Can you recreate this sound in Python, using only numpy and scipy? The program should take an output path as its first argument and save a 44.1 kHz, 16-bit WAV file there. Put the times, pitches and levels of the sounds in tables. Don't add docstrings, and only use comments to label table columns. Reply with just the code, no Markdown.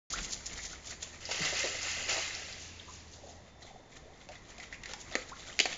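import sys
import numpy as np
from scipy import signal
from scipy.fft import rfft, irfft
from scipy.io import wavfile

SR = 44100
rng = np.random.default_rng(int(sys.argv[2]) if len(sys.argv) > 2 else 0)


def output_pcm(signal):
    pcm = np.clip(np.atleast_2d(signal).T, -1, 1) * 32767
    wavfile.write(sys.argv[1], SR, np.round(pcm).astype(np.int16))


N = 254456
T = np.arange(N) / SR

# peak in seconds, hiss in dB, rasp in dB, rise in seconds.
DECK_SCUFFS = [(0.104, -34.5, -73, .0025), (0.136, -29.5, -48, 0.01), (.254, -35, -52, 0.033),
               (0.335, -29.5, -50.5, 0.018), (0.469, -33.5, -64, 0.011), (.535, -40.5, -56, 0.0051),
               (0.583, -39.5, -44, 0.019), (.663, -38.5, -53.5, 0.048), (0.726, -41.5, -54, 0.02),
               (0.878, -39, -51, 0.022), (0.91, -39.5, -63, 0.017), (1.032, -35, -46.5, 0.011),
               (3.63, -51, -57.5, 0.016), (3.971, -49.5, -54, 0.013), (4.505, -53, -54, 0.025),
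               (4.916, -47.5, -47.5, 0.034), (5.016, -45, -57, 0.019), (5.142, -54, -42.5, 0.013)]
# start in seconds, first and last pitch in Hz, length in seconds, level in dB.
GLIDES = [(0.135, 1190, 1730, 0.019, -39.5), (.215, 178, 143, 0.018, -50), (1.405, 184, 154, 0.031, -41.5),
          (2.796, 3510, 3860, 0.01, -47), (2.877, 998, 1194, 0.054, -54.5), (5.315, 823, 1597, 0.033, -47),
          (5.526, 2970, 2860, 0.011, -51.5)]
# start in seconds, click in dB, knock in Hz, knock in dB.
FOOTFALLS = [(.189, -36, 1440, -43), (0.406, -50, 1360, -56), (0.59, -54, 2080, -41),
             (.730, -56, 1400, -47), (3.626, -62, 3900, -48.5), (4.289, -45.5, 675, -42),
             (4.319, -51, 2270, -50), (4.354, -53, 1920, -47.5), (4.582, -46, 710, -47.5),
             (4.6, -44.5, 2030, -42), (4.631, -53, 2100, -49), (4.726, -47, 1950, -38),
             (4.743, -52, 2400, -46), (4.835, -41.5, 1950, -42.5), (4.8574, -40.5, 2000, -39.5),
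             (4.891, -45, 503, -47.5), (4.9354, -35.5, 840, -45), (5.114, -45.5, 660, -45.5),
             (5.1232, -43, 2010, -56), (5.728, -40, 2560, -40)]
# peak in seconds, level in dB, rise and fall in seconds.
WIND_PUFFS = [(.2, -52.5, 0.26), (.55, -53, 0.073), (5.03, -56, 0.44)]
# time in seconds, firing rate in Hz.
ENGINE_FIRING = [(.7, 71.5), (1.08, 75.6), (1.3, 86.07), (3.3, 82.8)]
# peak in seconds, spray in dB, air pocket in Hz, pocket in dB, fall in seconds.
DOG_PLUNGES = [(1.292, -45, 593, -42, 0.025), (1.315, -28.5, 600, -48, 0.0087),
               (1.396, -49, 350, -37, 0.012), (1.419, -32.5, 176, -51, 0.03),
               (1.452, -33, 537, -43.5, 0.024), (1.527, -48, 595, -39, 0.023),
               (1.642, -45, 465, -32.5, 0.025), (2.089, -31, 570, -41, 0.08),
               (2.108, -36, 104, -48.5, 0.02), (2.112, -40, 545, -31, 0.0093),
               (2.162, -41, 575, -34.5, 0.025)]
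# start in seconds, level in dB, pitch in Hz.
WATER_DROPS = [(1.254, -37.5, 5060), (1.36, -38.5, 6300), (1.83, -34.5, 6300), (2.278, -39, 6460),
               (2.308, -40, 2200), (2.35, -37, 5470), (2.526, -42, 4550), (2.597, -51, 6500),
               (3.136, -50, 4100)]
# peak in seconds, level in dB.
AIR_FIZZES = [(2.53, -74), (2.62, -50), (2.939, -52), (3.14, -55), (3.3, -56.5)]
# peak in seconds, level in dB, rise and fall in seconds.
WALL_LAPS = [(3.27, -52, 0.078), (3.72, -54.5, 0.13), (4.08, -55, 0.1)]
# start in seconds, clap in dB, clap in Hz, heel thud in dB, crunch's 60 dB decay in seconds.
SHOE_SLAPS = [(5.1535, -28.5, 1850, -27, 0.0077), (5.156, -39, 2090, -30.5, 0.012),
              (5.5910, -23, 2410, -34, 0.0064), (5.6, -20.5, 2600, -56, 0.016),
              (5.6034, -21.5, 2880, -29.5, 0.018), (5.6559, -29, 2320, -27, 0.029)]

# frequency in Hz, relative level in dB.
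AIR_COLOUR = [(25, -0.5), (65, 5), (200, -0.5), (746, -8), (1050, -9), (1550, -16.5), (1970, -9),
              (2400, -20.5), (7300, -23.5)]
HISS_COLOUR = [(400, -29), (1500, -35), (2700, -8), (4500, -1), (5500, 0), (6700, 4.5), (8000, 0)]
RASP_COLOUR = [(80, 5.5), (200, -1), (700, 7), (900, -2), (1250, -4), (1650, -5), (2000, 3), (2800, -4),
               (4000, 5.5), (8000, -22.5)]
CLICK_COLOUR = [(400, -12), (2000, 1.5), (4000, -0.5), (8000, -3)]
SPRAY_COLOUR = [(300, -43), (800, -8), (950, -8.5), (1300, -0.5), (1650, -10), (2050, 1), (2350, -7.5),
                (2650, 0), (3500, -6.5), (4600, -2.5), (5400, -4), (7000, -0.5), (8000, -1)]
SLOSH_COLOUR = [(60, 0.5), (130, -25.5), (570, 0), (760, 0), (900, -8.5), (2000, -49)]
FOAM_COLOUR = [(300, -25), (1500, -2), (2600, 1), (8000, -2)]
SNAP_COLOUR = [(500, -41), (2000, -12), (3500, -2), (4500, 1), (5400, -8.5), (6400, -2), (8000, -8.5)]
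THUD_COLOUR = [(90, -26), (220, -15.5), (320, -5.5), (730, -5.5), (900, -17.5), (1400, -12.5), (2200, -5),
               (8000, -52)]

TOUCH_S, THRASH_S, PADDLE_S, SINK_S = 1.205, 1.38, 1.535, 2.161


def undb(db):
    return 10 ** (np.asarray(db) / 20)


def unit(x):
    return x / np.sqrt(np.mean(x ** 2))


def together(levels):
    return np.sqrt(sum(level ** 2 for level in levels))


def add(out, s, sound):
    i = int(np.clip(s * SR, 0, N))
    out[i:i + len(sound)] += sound[:N - i]


def colour(x, points, size=4096):
    hz, db = np.transpose(points)
    bins = np.maximum(np.arange(size // 2 + 1) * SR / size, 1)
    shape = undb(np.interp(np.log(bins), np.log(hz), db)) / (1 + (bins / 12000) ** 8)
    cepstrum = irfft(np.log(shape))
    cepstrum[1:size // 2] *= 2
    cepstrum[size // 2 + 1:] = 0
    response = irfft(np.exp(rfft(cepstrum)))
    return signal.fftconvolve(x, response / np.linalg.norm(response))[:len(x)]


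def band(x, hz, octaves):
    edges = np.clip([hz * 2 ** (-octaves / 2), hz * 2 ** (octaves / 2)], 1, SR / 2 - 1)
    return signal.sosfilt(signal.butter(2, edges, "band", fs=SR, output="sos"), x)


def noise_band(hz, octaves):
    return unit(band(rng.standard_normal(N), hz, octaves))


def wander(rate):
    knots = rng.standard_normal(4096)
    return unit(np.interp(T * rate, np.arange(len(knots)), knots))


def swell(s, rise, fall, hold=0):
    return np.exp(-np.clip(np.maximum((s - T) / rise, (T - s - hold) / fall), 0, 20))


def grit(rate, spread_db):
    sizes = undb(spread_db * np.minimum(rng.exponential(size=N), 4)) * rng.choice([-1, 1], N)
    return unit(sizes * (rng.random(N) < rate / SR))


def grains(low_hz, high_hz, cycles, glide, spread_db, count):
    out = np.zeros(N)
    for when, pitch, life, size_rank in rng.random((count, 4)):
        hz = low_hz * (high_hz / low_hz) ** pitch
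        length = cycles * (.5 + life) / hz
        age = np.arange(int(length * SR) + 2) / (length * SR)
        ring = np.sin(2 * np.pi * hz * length * age * (1 + glide * age / 2)) * undb(-50 * age)
        gain = np.sqrt(hz) * undb(-spread_db * np.log(.02 + size_rank))
        add(out, when * N / SR, gain * ring)
    return unit(out)


def burst(t60, push):
    age = T[:SR // 10]
    return push * (age == 0) + rng.standard_normal(len(age)) * np.exp(-np.log(1000) * age / t60)


def at_level(x, db):
    return undb(db) * x * np.sqrt(.005 * SR) / np.linalg.norm(x)


def breeze(air_db=-56, rumble_db=-69.5):
    gusts = together(undb(db) * swell(s, width, width) for s, db, width in WIND_PUFFS)
    air = unit(colour(rng.standard_normal(N), AIR_COLOUR))
    air *= together([undb(air_db + .5 * wander(rate=1.8)), gusts])
    rumble = noise_band(40, octaves=0.61) * together([undb(rumble_db), gusts])
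    return air + rumble * undb(wander(rate=5.6))


def scuffs():
    drags = [(swell(s, rise, fall=0.0077), hiss_db, rasp_db) for s, hiss_db, rasp_db, rise in DECK_SCUFFS]
    leaving_db = -50.5 - 11 * T
    returning_db = -54 - 8 * np.abs(5.73 - T)
    shuffle = undb(np.maximum(leaving_db, returning_db) + 4.5 * wander(rate=27))
    hiss_level = together([undb(db) * drag for drag, db, _ in drags] + [shuffle])
    rasp_level = together([undb(db) * drag for drag, _, db in drags] + [undb(-1.5) * shuffle])
    slips = grains(1200, 3600, cycles=22, glide=0, spread_db=2, count=2600)
    rasp = unit(grit(rate=3000, spread_db=1.5) + slips)
    hiss = grit(rate=6200, spread_db=5)
    return colour(hiss_level * hiss, HISS_COLOUR) + colour(rasp_level * rasp, RASP_COLOUR)


def squeaks_and_bubbles():
    out = np.zeros(N)
    for s, start_hz, end_hz, length, db in GLIDES:
        age = np.linspace(0, 1, int(length * SR) + 2)
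        waver = 1 + 0.079 * wander(rate=463)[:len(age)]
        hz = (start_hz + (end_hz - start_hz) * age) * waver
        envelope = 2 * undb(db) * np.sin(np.pi * np.sqrt(age))
        add(out, s, envelope * np.sin(2 * np.pi * np.cumsum(hz) / SR))
    return out


def footfalls():
    out = np.zeros(N)
    for s, click_db, knock_hz, knock_db in FOOTFALLS:
        click = colour(burst(t60=.035, push=6), CLICK_COLOUR)
        knock = band(burst(t60=.08, push=6), knock_hz, octaves=0.31)
        add(out, s, at_level(click, click_db) + at_level(knock, knock_db))
    return out


def far_engine(on_s=0.42, off_s=3.33, level_db=-58):
    firing_hz = np.interp(T, *np.transpose(ENGINE_FIRING)) * (1 + 0.0167 * wander(rate=21))
    phase = 2 * np.pi * np.cumsum(firing_hz) / SR
    hum = unit(np.sin(phase) + undb(-20.5) * np.sin(2 * phase))
    running = swell(on_s, rise=0.034, fall=0.23, hold=off_s - on_s)
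    return hum * running * undb(level_db + wander(rate=6.2))


def paddling(strokes_per_s=9):
    build = np.exp(np.minimum(T - THRASH_S, 0) / 0.12) * (T > TOUCH_S)
    sunk_s = np.maximum(T - SINK_S, 0)
    spray = build * undb(-38.5 - 28 * sunk_s + 1.3 * wander(rate=17))
    slosh = build * undb(-52.5 - 19.5 * sunk_s)
    stroke_times = np.arange(PADDLE_S, SINK_S, 1 / strokes_per_s)
    strokes = [undb(-50) * swell(s, rise=0.017, fall=0.012) for s in stroke_times]
    laps = [undb(db) * swell(s, width, width) for s, db, width in WALL_LAPS]
    return spray, together([slosh] + strokes + laps)


def splash(settle_s=0.98):
    spray_level, slosh_level = paddling()
    gulps = np.zeros(N)
    for s, spray_db, pocket_hz, pocket_db, fall in DOG_PLUNGES:
        plunge = swell(s, rise=0.003, fall=fall)
        spray_level = together([spray_level, undb(spray_db) * plunge])
        gulps += undb(pocket_db) * plunge * noise_band(pocket_hz, octaves=1)
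    patter = grit(rate=18000, spread_db=2)
    fizz = grains(1500, 7300, cycles=45, glide=0.08, spread_db=0, count=12000)
    plinks = grains(1600, 5200, cycles=50, glide=0.1, spread_db=1, count=900)
    wash = unit(patter + undb(-2) * fizz + undb(-9) * plinks)
    calm = np.clip((T - SINK_S) / settle_s, 0, 1)
    spray = np.sqrt(1 - calm) * colour(wash, SPRAY_COLOUR)
    foam = np.sqrt(calm) * colour(wash[::-1], FOAM_COLOUR)
    big_bubbles = grains(119.4, 972, cycles=27, glide=0.5, spread_db=-0.5, count=1800)
    slosh = unit(colour(big_bubbles, SLOSH_COLOUR))
    flutter = unit(undb(3 * wander(rate=130)))
    return (spray + foam) * spray_level + gulps * flutter + slosh * slosh_level


def drops():
    out = np.zeros(N)
    for s, db, hz in WATER_DROPS:
        smack = band(burst(t60=0.048, push=8), hz, octaves=0.54)
        add(out, s, at_level(smack, db))
    return out


def fizzing():
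    puffs = together(undb(db) * swell(s, rise=0.053, fall=0.056) for s, db in AIR_FIZZES)
    pops = grit(rate=9000, spread_db=2)
    bubbles = grains(2400, 7200, cycles=35, glide=0.08, spread_db=1, count=5000)
    return puffs * colour(unit(pops + bubbles), HISS_COLOUR)


def whine():
    return undb(-72) * noise_band(3570, octaves=.015) * swell(3.7, rise=.9, fall=.7)


def shoe_slaps(push=8.4):
    claps, impacts = np.zeros(N), np.zeros(N)
    for s, clap_db, clap_hz, thud_db, t60 in SHOE_SLAPS:
        crunch = burst(t60, push)
        clap = at_level(band(crunch, clap_hz, octaves=0.5), clap_db)
        snap = at_level(colour(crunch, SNAP_COLOUR), clap_db - 1.5)
        thud = at_level(colour(burst(t60=0.033, push=push), THUD_COLOUR), thud_db)
        add(claps, s, clap)
        add(impacts, s, snap + thud)
    return claps, impacts


def yard(x, t60, wet_db):
    age = T[:SR // 2]
    onset = 1 - np.exp(-age / 0.0017)
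    tail = rng.standard_normal(len(age)) * np.exp(-np.log(1000) * age / t60) * onset
    return x + undb(wet_db) * signal.fftconvolve(x, tail / np.linalg.norm(tail))[:N]


def scene():
    claps, impacts = shoe_slaps()
    near = scuffs() + splash() + drops() + fizzing() + squeaks_and_bubbles()
    deck = yard(near, t60=0.55, wet_db=-7.5)
    deck += yard(claps, t60=.25, wet_db=-12)
    deck += yard(impacts + footfalls(), t60=0.36, wet_db=-6.5)
    return (deck + breeze() + far_engine() + whine())[None]


def record(dry, open_s=.1, top_hz=7350, treble_top_hz=15200):
    opened = dry * np.clip((T - open_s) / .003, 0, 1)
    narrow = signal.sosfilt(signal.ellip(10, .3, 70, top_hz, fs=SR, output="sos"), opened)
    high_bands = undb(-24) * band(opened, 10480, octaves=0.21)
    high_bands += undb(-22) * band(opened, 15400, octaves=0.13)
    return signal.sosfilt(signal.ellip(8, .3, 60, treble_top_hz, fs=SR, output="sos"), narrow + high_bands)


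dry = scene()
out = record(dry)
output_pcm(out)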